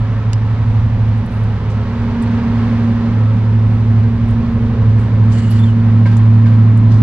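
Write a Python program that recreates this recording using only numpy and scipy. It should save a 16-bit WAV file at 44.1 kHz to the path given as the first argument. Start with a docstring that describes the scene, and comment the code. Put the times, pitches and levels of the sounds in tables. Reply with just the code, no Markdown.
"""A twin-engined diesel locomotive rolls under a bridge towards a stereo pair on a country platform.
It closes from 95 m to about 35 m. The engines idle at slightly different speeds, so their exhaust
notes beat; echoes in the cutting make them swell and fade. Machinery roars behind the drone, loudest
under the arch, and wheels clank over a rail joint. Around the microphones shoes tick on grit,
something clicks, dry metal squeaks once and leaves rustle faintly."""
import sys
import numpy as np
from scipy import signal
from scipy.fft import rfft, irfft
from scipy.io import wavfile
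from scipy.ndimage import uniform_filter1d

SR = 44100
rng = np.random.default_rng(int(sys.argv[2]) if len(sys.argv) > 2 else 0)


def to_wav(s):
    """Save 16-bit WAV."""
    ch = np.atleast_2d(s).T  # columns
    pcm = np.round(np.clip(ch, -1, 1) * 32767)  # PCM
    wavfile.write(sys.argv[1], SR, pcm.astype(np.int16))


N = 309624
TIME = np.arange(N) / SR
FREQ = np.maximum(np.arange(N // 2 + 1) * SR / N, 1)
ARCH_S, ARCH_WIDTH_S = 2.57, 0.54  # the bridge arch throws the sound forward to the platform

# Dull noise of exhaust gas and wheel thuds. Each row: frequency in Hz, level in dB.
DULL_COLOUR = [(90, -29), (140, -2.5), (190, 2.5), (240, -1), (275, -9), (310, -15.5), (500, -28.5),
               (1000, -60.5)]


def exhaust_beat(first_turns, second_turns):
    """Each engine sounds a boom and a higher drone; the two booms beat about three times a second."""
    # First engine's boom, second's boom, first's drone. 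Each row: time in seconds, level in dB.
    first_boom = [(0.0, -14.9), (1.0, -12.5), (1.3, -17.5), (1.9, -29.5), (2.3, -20.5), (2.75, -14.6),
                  (3.0, -17.5), (3.2, -11.5), (4.0, -10.5), (4.6, -21.1), (4.8, -11), (5.7, -10.5),
                  (6.3, -7), (7.0, -7.8)]
    second_boom = [(0.0, -34.5), (1.0, -25.5), (1.65, -16.0), (2.7, -30.5), (4.0, -25), (5.2, -19.5),
                   (6.5, -31.5), (7.0, -28.5)]
    first_drone = [(0.0, -31), (0.2, -35.5), (0.7, -29), (1.4, -27.5), (1.7, -36), (1.8, -26.0), (2.2, -18),
                   (3.1, -16.5), (3.2, -24.5), (4.5, -17.5), (5.1, -27.0), (5.3, -19.5), (6.0, -17),
                   (6.1, -22.0), (6.3, -17.5), (7.0, -21)]
    boom = undb(curve(first_boom)) * note(first_turns, order=9)
    boom += undb(curve(second_boom)) * note(second_turns, order=9)
    drone = note(first_turns, order=19) + undb(-18) * note(second_turns, order=19)
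    return boom + undb(curve(first_drone)) * drone


def exhaust_bass(turns, rumble_db=-24, fall_db_per_s=1.25):
    """Unequal cylinders add low notes over a deep rumble that slowly fades."""
    # The low notes. Each row: cycles a crankshaft turn, relative level in dB.
    orders = [(2, -18), (3, -9), (4, -12.5), (5, -16), (6, -3), (7, -8), (8, -3.5), (10, -1.5), (11, -17)]
    # Their joint rise and fall. Each row: time in seconds, relative level in dB.
    levels = [(0.0, -30.5), (0.8, -24.5), (1.4, -31.5), (1.6, -25.0), (2.7, -30.0), (3.4, -30.0),
              (4.7, -22.0), (6.4, -32), (7.0, -25.0)]
    # The rumble. Each row: frequency in Hz, level in dB.
    rumble_colour = [(10, -23), (24, 4.5), (36, 0.5), (55, 4), (90, 0), (125, -1.5), (160, -4), (300, -48)]
    notes = undb(curve(levels) + 1) * echoed_notes(turns, orders, echo=0.23)
    rumble = undb(rumble_db - fall_db_per_s * TIME) * noise(colour(rumble_colour))
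    return notes + rumble


def exhaust_body(turns, nearer_db):
    """Middle harmonics and rushing gas grow with the approach and swell under the arch."""
    # The middle notes. Each row: cycles a crankshaft turn, relative level in dB.
    orders = [(14, -16), (15, -8), (16, -7.5), (17, -7), (18, -13.5), (21, -9), (22, -16.5), (24, -21),
              (27, -27.5), (28, -19.5)]
    level_db = -31 + nearer_db + 4 * swell(ARCH_S, ARCH_WIDTH_S)
    notes = echoed_notes(turns, orders, echo=0.44)
    gas = undb(-1.5) * noise(colour(DULL_COLOUR))
    return undb(level_db) * (notes + gas)


def exhaust_rasp(turns, nearer_db, darken_db_per_s=0.58):
    """The highest harmonics in turbulent gas: they darken as they near and briefly turn gruffer."""
    # The high notes. Each row: cycles a crankshaft turn, relative level in dB.
    orders = [(30, -14), (34, -9), (36, -15), (37, -16.5), (42, -13.5), (45, -15.5), (46, -15)]
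    # The gas around them. Each row: frequency in Hz, level in dB.
    gas_colour = [(200, -19.5), (320, -4.5), (440, 2.5), (550, -1.5), (640, -15.5), (1200, -34.5)]
    gruff_db = 6 * swell(at_s=4.79, width_s=0.28)
    level_db = -38 + 0.27 * nearer_db + 4 * swell(ARCH_S, width_s=0.9) + gruff_db
    tilt_db = darken_db_per_s * (TIME - TIME.mean())
    lower = undb(tilt_db) * echoed_notes(turns, orders[:4], echo=0.86)
    upper = undb(-tilt_db) * echoed_notes(turns, orders[4:], echo=0.86)
    gas = undb(-2.5) * stereo_noise(colour(gas_colour))
    return undb(level_db) * (lower + upper + gas)


def echoed_notes(turns, orders, echo):
    """Crankshaft harmonics; each meets its own shifting echo from the cutting at the microphones."""
    notes = 0
    for order, db in orders:
        direct = np.exp(2j * np.pi * rng.random())
        reflected = echo * (walk(1.6) + 1j * walk(1.6))
        tone = np.real((direct + reflected) * np.exp(2j * np.pi * order * turns))
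        notes += undb(db) * unit(tone)
    return notes


def machinery(turns):
    """Blowers, gears and wheels: a wavering roar that throbs with the firings, dulled by distance."""
    # The roar, then the treble the air soaks up. Each row: frequency in Hz, gain in dB.
    roar_colour = [(300, -14), (620, -1), (1000, 0.5), (1400, -5), (1800, -6), (2500, -12), (4000, -18.5),
                   (6000, -27), (8000, -38.5), (11000, -40.5)]
    air_loss = [(9000, 0), (12000, -6), (15000, -18)]
    # Running-gear resonances. Each row: frequency in Hz, width in Hz, relative level in dB.
    gear_modes = [(933.4, 40, -16), (1068, 69, -13), (1308, 20, -16.5), (1593, 79, -20)]
    level_db = -36 + 3.5 * swell(ARCH_S, ARCH_WIDTH_S)
    throb = 1 + 0.033 * note(turns, order=9) + 0.022 * note(turns, order=2)
    roar = stereo_noise(colour(roar_colour) * colour(air_loss)) * throb * undb(1 + 0.5 * walk(12))
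    gears = sum(undb(db + 2 * walk(3.7)) * noise(band(hz, width)) for hz, width, db in gear_modes)
    return undb(level_db) * (roar + gears)


def rail_joint(rise_s=0.006):
    """Wheel blows ring the steel, with a gritty crack and a thud; the rail sings on after each."""
    # The blows. Each row: start in seconds, relative level in dB.
    clanks = [(6.056, -26), (6.11, -34), (6.457, -34), (6.524, -40)]
    # The wheel's resonances. Each row: frequency in Hz, width in Hz, level in dB.
    wheel_modes = [(545, 54, -4), (969, 60, -1), (1580, 32, 5), (1820, 90, -11), (2200, 200, -9)]
    strikes = np.zeros(N)
    for start, db in clanks:
        strikes[int(start * SR)] = undb(db)
    wheel = resonances(wheel_modes)
    ring = shape(strikes, wheel / np.abs(irfft(wheel, N)).max())
    grit = stereo_noise(colour([(300, 5), (1000, 6), (2200, 6), (5000, -4.5), (9000, -19.5)]))
    crack = grit * sum(undb(db) * burst(start, rise_s, decay_s=0.041) for start, db in clanks)
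    dull = noise(colour(DULL_COLOUR))
    thud = dull * sum(undb(db) * burst(start, rise_s, decay_s=0.066) for start, db in clanks)
    rail = noise(band(hz=1020, width_hz=200))
    singing = rail * np.max([burst(start, rise_s, decay_s=0.45) for start, _ in clanks], axis=0)
    return undb(7.5) * ring + undb(-7) * crack + undb(4) * thud + undb(-41) * singing


def squeak(start_s=5.29, jump_s=5.59, slide_s=5.645, stop_s=5.73, low_hz=2890, high_hz=3480):
    """Dry metal sticks and slips: a broken whistle jumps up, holds and slides off over a fading rasp."""
    # The rubbed metal's resonances. Each row: frequency in Hz, width in Hz, level in dB.
    metal_modes = [(1850, 700, 6), (3000, 600, 2), (4300, 900, 0), (6100, 900, -6), (6950, 800, -1),
                   (7800, 600, -3)]
    attack_s, release_s, sag_hz_per_s = 0.062, 0.026, 11000
    sliding_hz = high_hz - sag_hz_per_s * np.maximum(TIME - slide_s, 0)
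    hz = np.where(TIME < jump_s, low_hz, np.maximum(sliding_hz, low_hz))
    pressure = np.clip(np.minimum((TIME - start_s) / attack_s, (stop_s - TIME) / release_s), 0, 1)
    cycles = np.cumsum(hz * (1 + 0.036 * walk(1500))) / SR
    grip = undb(3.5 * walk(150) - 6 - 3.5 * (TIME < jump_s))  # weaker before the jump
    whistle = grip * (note(cycles, order=1) + undb(-16) * note(cycles, order=2))
    rasp = stereo_noise(resonances(metal_modes)) * undb(1.5 + 2 * walk(50))
    rasp *= burst(start_s, rise_s=0.0092, decay_s=0.23)
    return undb(-37.5) * pressure * (whistle + rasp)


def click(start_s=0.3317, rise_s=0.001):
    """Something small and hard gives a bright crack and a short ring."""
    # Its resonances. Each row: frequency in Hz, width in Hz, level in dB.
    modes = [(2930, 150, 4), (5080, 150, 2), (6000, 150, -7)]
    bright = colour([(1500, -5), (4000, -3.5), (6200, 5), (9000, -9), (11000, -18)])
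    crack = burst(start_s, rise_s, decay_s=0.0017) * stereo_noise(bright)
    ring = burst(start_s, rise_s, decay_s=0.012) * stereo_noise(resonances(modes))
    return undb(-21) * (crack + undb(-17) * ring)


def shoes():
    """Each tread or scuff crushes tiny stones on the asphalt; longer scuffs start more gently."""
    # Each row: start in seconds, level in dB, brightest frequency in Hz, decay in seconds.
    steps = [(1.18, -48, 10000, .002), (1.258, -47, 11000, 0.0081), (1.3, -54, 11000, .07),
             (1.437, -46, 10000, 0.0018), (1.695, -47, 5500, 0.027), (2.219, -42, 8000, .012),
             (4.286, -44, 9500, 0.0037), (4.307, -41, 9000, 0.0036), (4.98, -51.5, 7500, .048),
             (5.315, -41, 5500, 0.028), (5.5, -35.5, 11000, 0.023), (5.502, -38.5, 4480, 0.042),
             (5.593, -44, 10500, .012), (6.167, -35.5, 7000, 0.0062), (6.455, -42, 3500, .03),
             (6.772, -46, 8000, 0.0084), (6.89, -45, 4200, 0.11)]
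    grit = stereo_noise(colour([(11000, 0), (13000, -4), (15000, -16)]))
    stones = unit(undb(4 * walk(1500)))
    treads = 0
    for start, db, hz, decay_s in steps:
        crunch = unit(shape(grit, band(hz, 0.7 * hz)))
        treads += undb(db) * burst(start, 0.32 * decay_s, decay_s) * crunch
    return treads * stones


def platform_rustle():
    """Grit and dry leaves stir faintly along the platform, in patches with a fine grain."""
    hiss = stereo_noise(colour([(2000, -15), (6000, 0), (10000, -5), (13000, -7), (15000, -14)]))
    return undb(-70 + 3 * walk(14) + 3 * walk(500)) * hiss


def stereo_noise(response):
    """Scattered paths make the treble differ between the two microphones."""
    # The pair's width. Each row: frequency in Hz, side against mid in dB.
    width = [(100, -28), (250, -21), (500, -15), (1000, -12), (2000, -8), (4000, -4), (8000, -3)]
    mid = noise(response)
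    side = shape(noise(response), colour(width))
    return np.array([mid + side, mid - side])


def undb(db):
    """Decibels to gain."""
    return 10 ** (np.asarray(db) / 20)


def unit(x):
    """Scale to rms 1."""
    return x / np.sqrt(np.mean(x ** 2))


def curve(points):
    """Join (seconds, value) points with straight lines."""
    return np.interp(TIME, *np.transpose(points))


def swell(at_s, width_s):
    """A smooth rise and fall, 1 at its middle."""
    return np.exp(-0.5 * ((TIME - at_s) / width_s) ** 2)


def burst(start_s, rise_s, decay_s):
    """A straight rise, then an exponential fall."""
    age = TIME - start_s
    return np.clip(age / rise_s, 0, 1) * np.exp(-np.clip((age - rise_s) / decay_s, 0, 50))


def walk(rate_hz):
    """Random levels held for 1 / rate_hz seconds and smoothed twice; spread near 1."""
    hold = max(int(SR / rate_hz), 1)
    levels = np.repeat(rng.standard_normal(N // hold + 2), hold)
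    return 1.3 * uniform_filter1d(uniform_filter1d(levels, hold), hold)[:N]


def note(turns, order):
    """A sine of rms 1 with `order` cycles a turn."""
    return np.sqrt(2) * np.sin(2 * np.pi * order * turns)


def colour(points):
    """Gain at every frequency from (Hz, dB) points; above the last it falls 12 dB an octave."""
    hz, db = np.transpose(points)
    return undb(np.interp(np.log(FREQ), np.log(hz), db)) * np.minimum(hz[-1] / FREQ, 1) ** 2


def band(hz, width_hz):
    """Steep response of two like resonators in a row."""
    return 1 / (1 + 1j * (FREQ ** 2 - hz ** 2) / (FREQ * width_hz)) ** 2


def resonances(modes):
    """Summed response of (Hz, width in Hz, dB) bands."""
    return sum(undb(db) * band(hz, width) for hz, width, db in modes)


def shape(x, response):
    """Filter by a frequency response."""
    return irfft(rfft(x) * response, N)


def noise(response):
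    """Noise of rms 1 in the given colour."""
    return unit(shape(rng.standard_normal(N), response))


def scene(start_m=95, pace_m_per_s=8.6, second_rev_per_s=11.814):
    """From the platform: the locomotive closing at an even pace, and the small sounds around it."""
    # The first engine's crankshaft. Each row: time in seconds, speed in turns a second.
    crank_speed = [(0.0, 12.115), (1.0, 12.119), (1.5, 12.147), (2.0, 12.232), (2.5, 12.203), (3.7, 12.089),
                   (4.5, 12.204), (5.5, 12.1), (7.0, 12.201)]
    turns = np.cumsum(curve(crank_speed)) / SR
    nearer_db = 20 * np.log10(start_m / (start_m - pace_m_per_s * TIME))
    exhaust = exhaust_beat(turns, second_rev_per_s * TIME) + exhaust_bass(turns)
    exhaust = exhaust + exhaust_body(turns, nearer_db) + exhaust_rasp(turns, nearer_db)
    return exhaust + machinery(turns) + platform_rustle() + shoes() + click() + rail_joint() + squeak()


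def record(dry, lean_db=0.79, shade=0.55, lag_samples=2, top_hz=15400):
    """The right microphone faces the track: earlier, louder, brighter. Peaks are rounded, the top cut."""
    left, right = dry
    treble = signal.sosfilt(signal.butter(1, [4500, 11000], "band", fs=SR, output="sos"), left)
    left = np.pad(left - shade * treble, (lag_samples, 0), mode="edge")[:N]
    pair = np.array([left * undb(-lean_db), right * undb(lean_db)])
    rounded = pair / (1 + pair ** 16) ** (1 / 16)
    return signal.sosfilt(signal.ellip(8, 0.2, 70, top_hz, fs=SR, output="sos"), rounded)


dry = scene()
out = record(dry)
to_wav(out)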